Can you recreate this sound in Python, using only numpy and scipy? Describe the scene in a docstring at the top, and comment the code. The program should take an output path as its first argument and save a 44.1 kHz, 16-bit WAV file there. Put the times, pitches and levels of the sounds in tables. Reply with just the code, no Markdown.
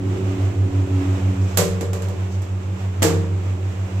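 """Toilet lid and seat in a tiled restroom

A plastic lid is swung up against the cistern and rebounds; then the seat is raised and clacks against it.
Each knock is a sharp crack with a tile tail, a hollow ring and a faint ping of ceramic. Underneath, an
extractor fan beats against the mains hum over a steady rush of air. The bed shifts in level and colour
as the microphone is carried from beside the cistern to above the bowl."""
import sys
import numpy as np
from scipy import signal
from scipy.fft import rfft, irfft
from scipy.io import wavfile
from scipy.ndimage import uniform_filter1d

SR = 44100
rng = np.random.default_rng(int(sys.argv[2]) if len(sys.argv) > 2 else 0)


def unload_audio(sound):
    """Save the sound as a 16-bit wav file, at the path given as the first command line argument."""
    columns = np.transpose(np.atleast_2d(sound))
    # keep every value between -1 and 1, then stretch to whole-number steps
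    steps = np.round(np.clip(columns, -1, 1) * 32767)
    wavfile.write(sys.argv[1], SR, steps.astype(np.int16))


N = 176400

# how alike left and right are in the room's diffuse sound: freq_hz, likeness (0-1)
STEREO_LIKENESS = [(60, 1), (250, 0.81), (500, 0.44), (1000, 0), (16000, 0)]
# EQ of the rushing air: freq_hz, relative_db
AIR_EQ = [(25, -6), (55, -6.5), (85, 7.5), (125, 2), (225, -2.5), (330, 4), (480, -4.5), (700, -10),
          (1100, -14), (1800, -20), (2600, -19.5), (4500, -31), (7600, -28), (8400, -34.5), (9300, -46),
          (12500, -40.5), (15500, -49.5)]
# level ride of the air along the microphone's path: time_s, rumble_db, hiss_db
AIR_RIDE = [(0, -31, -39), (.3, -32, -38.5), (.8, -33.5, -38.5), (1.3, -33.5, -39), (1.7, -38.5, -40.5),
            (2.3, -39, -42.5), (2.9, -38.5, -42.5), (3.5, -37, -41), (4, -37, -40)]
# hum along that path through the standing waves: time_s, fan_db, mains_db
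HUM_RIDE = [(0, -33, -23), (.22, -31, -22.5), (.4, -23.5, -22), (.65, -20.5, -20.8), (.9, -21, -23),
            (1.15, -19.7, -25.5), (1.38, -20.5, -21), (1.7, -25, -32), (2, -24, -31.5), (2.4, -23.5, -30),
            (2.6, -24.5, -32), (2.77, -25.5, -28), (3.05, -21.5, -31), (3.45, -21, -30.5), (3.88, -26, -28),
            (4, -24, -26)]
# the fan's overtones along that path: time_s, second_db, third_db, fourth_db
OVERTONE_RIDE = [(0, -34.5, -33.5, -39), (.2, -31.5, -31, -32.5), (.6, -41, -34.5, -45),
                 (1.1, -33, -28.5, -36), (1.35, -33, -33, -49.5), (1.6, -35, -58, -43.5),
                 (2.4, -39.5, -56, -46), (2.8, -37, -60, -53), (3.5, -40.5, -47.5, -43),
                 (4, -36.5, -61, -50)]
# the hand slides over the plastic before each lift: middle_s, half_length_s, level_db
HAND_RUBS = [(1.504, 0.094, -47), (2.35, 0.087, -54)]
# EQ of the rubbing: freq_hz, relative_db
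RUB_EQ = [(1000, -21), (3500, -3), (6000, 6.5), (8000, 3), (9500, -19), (13000, -7), (16000, -24)]
# decay of the tiled room: freq_hz, t60_s
TILE_DECAY = [(150, 0.3), (500, 0.6), (1200, 0.53), (3000, 0.44), (7000, 0.34), (12000, 0.32),
              (16000, 0.19)]
# EQ of the clack: freq_hz, relative_db
CLACK_EQ = [(40, -24), (100, -24), (300, 9.5), (550, 7.5), (900, 3), (1700, 2), (3000, -1.5), (4500, -2.5),
            (5800, -3), (7700, -0.5), (9200, -8.5), (12300, -1), (14500, -12), (16000, -27)]
# how far the clack leans to the right: freq_hz, right_db
CLACK_PAN = [(200, -10.5), (1000, 3.5), (2500, 1), (5000, 8), (7500, 17), (10000, 0.5), (13000, 7),
             (16000, 13.5)]
# faint ring of the glazed cistern: pitch_hz, level_db, t60_s
CISTERN_MODES = [(5360, -46, .25), (5860, -44, .25), (6363, -42, .3), (6848, -41, .3), (7270, -38, .35),
                 (7517, -41, .3), (7575, -41, .3)]
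# plastic, bowl and room ringing together after a blow: pitch_hz, level_db, t60_s
LID_RING = [(167.4, -22, 0.63), (183.6, -21.5, 1), (382, -22, 0.57), (454.4, -24, 0.89), (483.6, -22, 0.52),
            (499, -26.5, 0.36), (569, -23.5, 0.55), (602, -24.5, 0.33), (679, -33, .35), (756, -29, 0.26),
            (1024, -32, 0.35), (1144, -33.5, .4), (1178, -35, 0.33)]
SEAT_RING = [(164.7, -15.5, 1.06), (311, -18, 0.81), (324.8, -5, 0.16), (348, -22, 0.57),
             (388, -22.5, 0.78), (447, -30, 0.35), (460, -12.5, 0.62), (520, -26, 0.49), (617, -42, 0.41),
             (820, -20, 0.2), (907, -28, 0.34), (1167, -25.5, 0.37)]
# cue lists of the contacts: start_s, clack_db, ring_db, tilt_db_per_octave, right_db, crack_decay_s
LID_HITS = [(1.5725, -5.5, -22, -1, -3, 0.0015), (1.574, 0, 4, 1.5, 0, 0.00046),
            (1.8095, -12.5, -7.5, -2.5, 0.5, 0.0038), (1.9325, -15, -10.5, -1.5, -1, 0.0033),
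            (2.022, -19, -21, -2, 0.5, 0.0012), (2.0857, -25, -13, -2, 7, .003),
            (2.419, -25.5, -24, -2.5, 5.5, .006)]
SEAT_HITS = [(3.0213, -3, -25, -2.5, -1, 0.0045), (3.0278, -1.5, -0.5, -1.5, -2.5, 0.002),
             (3.030, -2.5, -27, 0.5, 2.5, 0.00035)]

FAN_HZ, MAINS_HZ, BEAT_NULL_S = 93.72, 100., 1.99  # the two hums are opposed at the null
TIME = np.arange(N) / SR


def undb(db):
    """Decibels to gain."""
    return 10 ** (np.asarray(db) / 20)


def at(table, hz):
    """Read a table on a log-frequency axis."""
    freqs, values = np.array(table, float).T
    return np.interp(np.log(np.maximum(hz, 1)), np.log(freqs), values)


def rides(table):
    """One fader curve for each level column of a time table."""
    times, *columns = np.array(table, float).T
    return [np.interp(TIME, times, column) for column in columns]


def unit_rms(x):
    """Scale to rms 1."""
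    return x / np.sqrt(np.mean(x ** 2))


def pan(right_db):
    """Left and right gains, right_db apart."""
    return undb(np.array([[-.5], [.5]]) * right_db)


def drift(rate_hz):
    """Smooth random motion with a spread near 1."""
    hold = int(SR / rate_hz)
    steps = np.repeat(rng.standard_normal(N // hold + 1), hold)
    return 1.3 * uniform_filter1d(uniform_filter1d(steps, hold), hold)[:N]


def diffuse_noise(size):
    """Frequencies and stereo spectrum of white noise, mono in the bass and wide in the treble."""
    hz = np.fft.rfftfreq(size, 1 / SR)
    mid, side = rfft(rng.standard_normal((2, size)))
    likeness = at(STEREO_LIKENESS, hz)
    side = np.array([[1], [-1]]) * side
    return hz, mid * np.sqrt((1 + likeness) / 2) + side * np.sqrt((1 - likeness) / 2)


def place(out, start_s, sound):
    """Mix a sound in at its cue."""
    i = int(start_s * SR)
    out[:, i:i + sound.shape[1]] += sound[:, :N - i]


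def air_rush():
    """Ventilation air: a low rumble and a smooth hiss, both wavering slightly."""
    hz, noise = diffuse_noise(N)
    noise = noise * undb(at(AIR_EQ, hz))
    lows = 1 / (1 + (hz / 550) ** 6)  # crossover at 550 Hz
    out = 0
    for band, level_db in zip((lows, 1 - lows), rides(AIR_RIDE)):
        out = out + unit_rms(irfft(noise * band, N)) * undb(level_db + 1.23 * drift(15))
    return out * pan(right_db=3.5)


def fan_and_mains():
    """The fan's tone and overtones; the mains hum beats against it about six times a second."""
    t = TIME - BEAT_NULL_S
    fan_db, mains_db = rides(HUM_RIDE)
    early_cycles = .4 * np.minimum(TIME - .9, 0)  # the fan runs 0.4 Hz fast until 0.9 s
    phase = 2 * np.pi * (FAN_HZ * t + early_cycles) + .06 * drift(5.26)
    fan = undb(fan_db + .5 * drift(18)) * np.sin(phase)
    for k, level_db in enumerate(rides(OVERTONE_RIDE), 2):
        gain = undb(level_db + 2.17 * drift(18))
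        fan += gain * np.sin(k * phase + .32 * drift(16) + rng.uniform(0, 2 * np.pi))
    mains = undb(mains_db) * np.sin(2 * np.pi * MAINS_HZ * t)
    return np.sqrt(2) * (fan - mains) * pan(right_db=1.2)


def hand_rubs():
    """Skin brushes the plastic: short swells of fluttering hiss."""
    hz, noise = diffuse_noise(N)
    hiss = unit_rms(irfft(noise * undb(at(RUB_EQ, hz)), N))
    flutter = undb(2.5 * drift(60.1))
    swells = sum(undb(level_db) * np.exp(-((TIME - middle_s) / half_s) ** 2)
                 for middle_s, half_s, level_db in HAND_RUBS)
    return hiss * flutter * swells


def mic_bump(middle_s=1.7, pitch_hz=42, width_s=.014):
    """The microphone takes a dull jolt as the lid lands."""
    t = TIME - middle_s
    return undb(-30) * np.exp(-(t / width_s) ** 2) * np.sin(2 * np.pi * pitch_hz * t)


def ring(modes, swell_s, spread_rad):
    """Struck modes swell and fade, with left and right out of step by spread_rad."""
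    t = np.arange(int(1.5 * SR)) / SR
    offset = np.array([[.5], [-.5]]) * spread_rad
    out = 0
    for k, (pitch_hz, level_db, t60_s) in enumerate(modes):
        phase = k * np.pi + offset * (-1) ** k  # neighbours swing opposite ways
        out = out + undb(level_db - 60 * t / t60_s) * np.sin(2 * np.pi * pitch_hz * t + phase)
    return out * (1 - np.exp(-t / swell_s))


def clack(tilt_db_per_octave, crack_decay_s):
    """Hard plastic meets a hard stop: a brief crack, then dense tile echoes whose top dies first."""
    t = np.arange(SR) / SR
    hz, echoes = diffuse_noise(SR)
    tilt = undb(tilt_db_per_octave * np.log2(np.maximum(hz, 300) / 2000))
    colour = unit_rms(undb(at(CLACK_EQ, hz))) * tilt * pan(at(CLACK_PAN, hz))
    octaves_hz = np.geomspace(125, 16000, 8)
    tail = 0
    for centre_hz, solo in zip(octaves_hz, np.eye(8)):
        band = irfft(echoes * colour * at(np.c_[octaves_hz, solo], hz))
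        tail = tail + band * undb(-60 * t / at(TILE_DECAY, centre_hz))
    tail *= 1 - np.exp(-t / .0013)  # the echoes build up
    _, burst = diffuse_noise(SR)
    crack = irfft(burst * colour) * np.exp(-t / crack_decay_s) * pan(right_db=2.5)
    crack *= np.sqrt(.00073 / crack_decay_s)  # a shorter contact is sharper
    return undb(-19) * tail + undb(-6) * crack


def knocks(hits, modes, swell_s):
    """Each contact of lid or seat layers a clack, a hollow ring and a faint ping of the cistern."""
    out = np.zeros((2, N))
    body = ring(modes, swell_s, spread_rad=.71)
    ping = ring(CISTERN_MODES, swell_s=.00081, spread_rad=1.0) * pan(right_db=13)
    for start_s, clack_db, ring_db, tilt, right_db, crack_decay_s in hits:
        place(out, start_s, undb(clack_db) * pan(right_db) * clack(tilt, crack_decay_s))
        place(out, start_s, undb(clack_db) * ping + undb(ring_db) * body)
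    return out


def scene():
    """Lid, then seat, over handling noise and the ventilation bed."""
    lid = knocks(LID_HITS, LID_RING, swell_s=.022)
    seat = knocks(SEAT_HITS, SEAT_RING, swell_s=.035)
    return lid + seat + hand_rubs() + mic_bump() + fan_and_mains() + air_rush()


def record(dry):
    """Peaks clip at full scale, then a steep high cut at 15.8 kHz takes off the top."""
    high_cut = signal.ellip(8, .2, 70, 15800, fs=SR, output="sos")
    return signal.sosfilt(high_cut, np.clip(dry, -1, 1))


dry = scene()
out = record(dry)
unload_audio(out)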